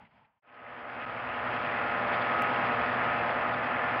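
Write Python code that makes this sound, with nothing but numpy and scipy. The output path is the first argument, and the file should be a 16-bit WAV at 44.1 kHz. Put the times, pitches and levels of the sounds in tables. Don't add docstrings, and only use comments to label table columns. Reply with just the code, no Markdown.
import sys
import numpy as np
from scipy import signal
from scipy.fft import rfft, irfft
from scipy.io import wavfile
from scipy.ndimage import uniform_filter1d

SR = 44100
rng = np.random.default_rng(int(sys.argv[2]) if len(sys.argv) > 2 else 0)


def inscribe(sig):
    pcm = np.round(np.clip(np.atleast_2d(sig).T, -1, 1) * 32767)
    wavfile.write(sys.argv[1], SR, pcm.astype(np.int16))


N = 176400
BIN_HZ = np.arange(N // 2 + 1) * SR / N
CYCLE_HZ, CYLINDERS = 20.039, 6


def undb(db):
    return 10 ** (np.asarray(db) / 20)


def unit(x):
    return x / np.sqrt(np.mean(x ** 2))


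def gain_at(hz, curve):
    f, db = np.array(curve).T
    return undb(np.interp(np.log(np.maximum(hz, 1)), np.log(f), db))


def colour(x, curve):
    return irfft(rfft(x) * gain_at(BIN_HZ, curve), N) * np.sqrt(SR / 2)


def walk(rate_hz, size=2048):
    f = BIN_HZ[:size // 2 + 1]
    slow = irfft(rfft(rng.standard_normal(size)) * np.exp(-(f / rate_hz) ** 2) * (f > 0))
    return np.interp(np.arange(N) * size / N, np.arange(size), unit(slow))


def swell(t, at, width):
    return np.exp(-.5 * ((t - at) / width) ** 2)


def bursts(t, cues, curve):
    noise = unit(colour(rng.standard_normal(N), curve))
    return noise * sum(undb(db) * swell(t, at, width) for at, width, db in cues)


def flicker(x, depth_db=.9):
    octave = np.log2(np.clip(BIN_HZ, 64, 4096))
    spectrum = rfft(x)
    bands = (irfft(spectrum * np.maximum(1 - abs(octave - k), 0), N) for k in range(6, 13))
    return sum(band * undb(depth_db * walk(14)) for band in bands)


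# frequency in Hz, pre-fade density in dB per Hz.
RUMBLE_SPECTRUM = [(20, -119), (35, -110), (60, -94), (120, -88.5), (230, -90.5), (330, -103), (480, -99),
                   (620, -93), (740, -92.5), (870, -85), (1100, -95.5), (2200, -99.5), (3200, -106),
                   (3900, -123), (4800, -121), (5800, -139), (15000, -149)]

def rumble(flicker_db=2):
    return flicker(colour(rng.standard_normal(N), RUMBLE_SPECTRUM)) * undb(flicker_db * walk(14))


def thump(t):
    band = signal.butter(2, [90, 260], "bandpass", fs=SR, output="sos")
    lows = unit(signal.sosfilt(band, rng.standard_normal(N)))
    return undb(-63) * lows * swell(t, at=.037, width=.014)


# centre in seconds, width in seconds, pre-fade level in dB.
CRACKLE_CUES = [(0.054, 0.0043, -62), (0.068, .008, -67), (.117, .004, -66), (.183, .004, -71),
                (0.254, 0.0073, -61)]
# frequency in Hz, relative gain in dB.
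CRACKLE_EQ = [(400, -23), (900, -9), (1800, 1), (2500, 0), (3300, -15), (4000, -21), (6000, -50)]

def crackles(t):
    return bursts(t, CRACKLE_CUES, CRACKLE_EQ)


def firings(cycles, strengths, depth, decay=.5):
    slot = cycles % 1 * CYLINDERS
    knock = strengths[slot.astype(int) % CYLINDERS] * np.exp(-(slot % 1) / decay)
    return unit(1 + depth * (knock / knock.mean() - 1))


def tone(hz, clock, db, waver_db, churn=.16, churn_hz=16):
    waver = waver_db * min(hz / 1000, 1) * walk(3.4)
    phase = 2 * np.pi * (hz * clock + rng.random()) + churn * walk(churn_hz)
    return np.sqrt(2) * undb(db + waver) * (1 + churn * walk(churn_hz)) * np.sin(phase)


# multiple of the cycle rate, pre-fade level in dB.
ENGINE_HARMONICS = [(6, -49.5), (11, -59), (13, -61), (20, -59.5), (23, -49), (25, -48), (26, -54.5),
                    (27, -53.5), (29, -46.5), (30, -45), (31, -52.5), (32, -51), (33, -45), (35, -48),
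                    (36, -40.5), (39, -51.5), (40, -45), (41, -44), (42, -48), (44, -50.5), (45, -50),
                    (51, -45), (52, -51.5), (55, -52.5), (56, -49.5), (57, -50), (59, -50.5), (60, -50.5),
                    (61, -46), (63, -53.5), (64, -50.5), (67, -49), (70, -45), (72, -46.5)]

def engine_tones(t, clock):
    drift_db_per_s = {29: -1.1, 36: 1.2}
    return sum(tone(m * CYCLE_HZ, clock, db + drift_db_per_s.get(m, 0) * (t - 2.7), waver_db=2)
               for m, db in ENGINE_HARMONICS)


# frequency in Hz, pre-fade density in dB per Hz.
CLATTER_SPECTRUM = [(40, -95), (100, -85), (165, -84.5), (200, -69.5), (290, -72), (380, -73.5), (550, -75),
                    (850, -70.5), (930, -68), (1150, -67.5), (1700, -68), (2200, -74), (2800, -81.5),
                    (3800, -99), (5500, -122), (8000, -150)]

def clatter(cycles, strengths, size=4096):
    grid, harmonic = np.arange(size) / size, np.arange(size // 2 + 1)
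    eq = gain_at(harmonic * CYCLE_HZ, CLATTER_SPECTRUM) * np.sqrt(CYCLE_HZ / 2) * size * (harmonic > 1)
    eq[[m for m, _ in ENGINE_HARMONICS] + [2 * CYLINDERS]] = 0
    paths = []
    for _ in range(2):
        knocks = rfft(rng.standard_normal(size) * firings(grid, strengths, depth=.35))
        evened = knocks / np.sqrt(abs(knocks) * abs(knocks).mean())
        paths.append(np.interp(cycles, grid, irfft(evened * eq), period=1))
    return paths[0] + .55 * walk(.67) * paths[1]


def throb(clock, beat_hz=10.47, crest_s=1.649, waver_db=1.1, punch=.4):
    exhaust_hz = 2 * CYLINDERS * CYCLE_HZ
    since, phase = clock - crest_s, rng.random()
    exhaust, hum = (undb(db + waver_db * walk(3)) * np.sin(2 * np.pi * (hz * since + phase))
                    for hz, db in [(exhaust_hz, -50), (exhaust_hz + beat_hz, -49.5)])
    sharpen = 1 + punch * np.cos(2 * np.pi * beat_hz * since)
    return np.sqrt(2) * (exhaust + hum) * sharpen


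def rattle(t, cycles, strengths, ring_hz=2640, scatter_db=3.5, fall_db_per_s=2):
    shakes = rng.standard_normal(N) * firings(cycles, strengths, depth=.45)
    shakes *= undb(scatter_db * walk(CYCLE_HZ))
    b, a = signal.iirpeak(ring_hz, Q=ring_hz / 800, fs=SR)
    for _ in range(3):
        shakes = signal.lfilter(b, a, shakes)
    return undb(-44 - fall_db_per_s * t) * unit(shakes)


# frequency in Hz, pre-fade density in dB per Hz.
ROAR_SPECTRUM = [(20, -102), (50, -93.5), (90, -71.5), (125, -68.5), (165, -71), (250, -71), (400, -70.5),
                 (520, -66.5), (900, -65.5), (1350, -64), (2000, -65), (2600, -73), (3200, -85),
                 (3900, -99), (5400, -115), (5750, -128), (6800, -122), (8000, -130), (12000, -135),
                 (13500, -122), (14500, -123), (15300, -135)]

def roar(cycles, strengths, flicker_db=.4):
    gas = rng.standard_normal(N) * firings(cycles, strengths, depth=.13) * undb(flicker_db * walk(14))
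    return flicker(colour(gas, ROAR_SPECTRUM))


# frequency in Hz, pre-fade density in dB per Hz.
HISS_SPECTRUM = [(1000, -120), (2500, -84.5), (3300, -81), (3900, -94.5), (4300, -94.5), (4850, -96),
                 (5450, -104.5), (5720, -128), (8000, -155)]

def hiss(cycles, strengths, flutter_db=1.8):
    pulsing = rng.standard_normal(N) * firings(cycles, strengths, depth=.2)
    return colour(pulsing, HISS_SPECTRUM) * undb(flutter_db * walk(35))


# time in seconds, gain in dB.
ENGINE_RIDE = [(.45, -0.5), (1.3, 0.15), (1.5, 1.2), (1.65, 0.8), (1.85, 0), (2.15, -0.07), (2.65, 0),
               (3, -0.7), (3.5, -1.73), (4, -2.14)]

def engine(t, speed_wander=.00027, cylinder_spread_db=3):
    clock = np.cumsum(1 + speed_wander * walk(1.6)) / SR
    cycles = CYCLE_HZ * clock
    strengths = undb(cylinder_spread_db * rng.standard_normal(CYLINDERS))
    mix = engine_tones(t, clock) + clatter(cycles, strengths) + throb(clock)
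    mix += rattle(t, cycles, strengths) + roar(cycles, strengths) + hiss(cycles, strengths)
    return mix * undb(np.interp(t, *np.array(ENGINE_RIDE).T))


# pitch in Hz, pre-fade level in dB.
PUMP_WHINES = [(1267, -39.5), (1756.3, -48.5), (2534, -55)]

def pump_whines(speed_wander=.00051):
    clock = np.cumsum(1 + speed_wander * walk(5.3)) / SR
    return sum(tone(hz, clock, db, waver_db=3.5) for hz, db in PUMP_WHINES)


# frequency in Hz, pre-fade density in dB per Hz.
WIND_SPECTRUM = [(20, -102), (40, -86.5), (62, -74), (90, -75.5), (160, -90.5), (400, -110), (2000, -160)]

def wind(gust_db=2):
    return colour(rng.standard_normal(N), WIND_SPECTRUM) * undb(gust_db * walk(1.7))


# centre in seconds, width in seconds, level in dB.
RUSTLE_CUES = [(2.143, 0.014, -49.5), (2.22, 0.0056, -43.5), (3.308, .005, -47), (3.542, 0.0066, -50)]
# frequency in Hz, relative gain in dB.
RUSTLE_EQ = [(1500, -10.5), (2800, -6), (3400, 7.5), (4000, -8), (4800, -6.5), (5800, -56.5), (12000, -62)]

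def rustles(t):
    return bursts(t, RUSTLE_CUES, RUSTLE_EQ)


def tick(at_s=2.4221):
    impulse = np.zeros(N)
    impulse[int(at_s * SR)] = undb(-25.5)
    return signal.sosfilt(signal.butter(2, 4400, "highpass", fs=SR, output="sos"), impulse)


def scene():
    t = np.arange(N) / SR
    fade_out = np.clip((.404 - t) / .36, 0, 1)
    fade_in = np.clip((t - .42) / 1.94, 0, 1)
    opening = thump(t) + rumble() + crackles(t)
    field = engine(t) + pump_whines() + wind()
    return (fade_out * opening + fade_in * field + rustles(t) + tick())[None]


def record(dry, dip_s=1.0575, dip_length_s=.007, dip_db=-16, top_hz=15700):
    in_dip = abs(np.arange(N) / SR - dip_s) < dip_length_s / 2
    dip = undb(dip_db * uniform_filter1d(1. * in_dip, size=64))
    return signal.sosfilt(signal.ellip(8, .2, 70, top_hz, fs=SR, output="sos"), dry * dip)


dry = scene()
out = record(dry)
inscribe(out)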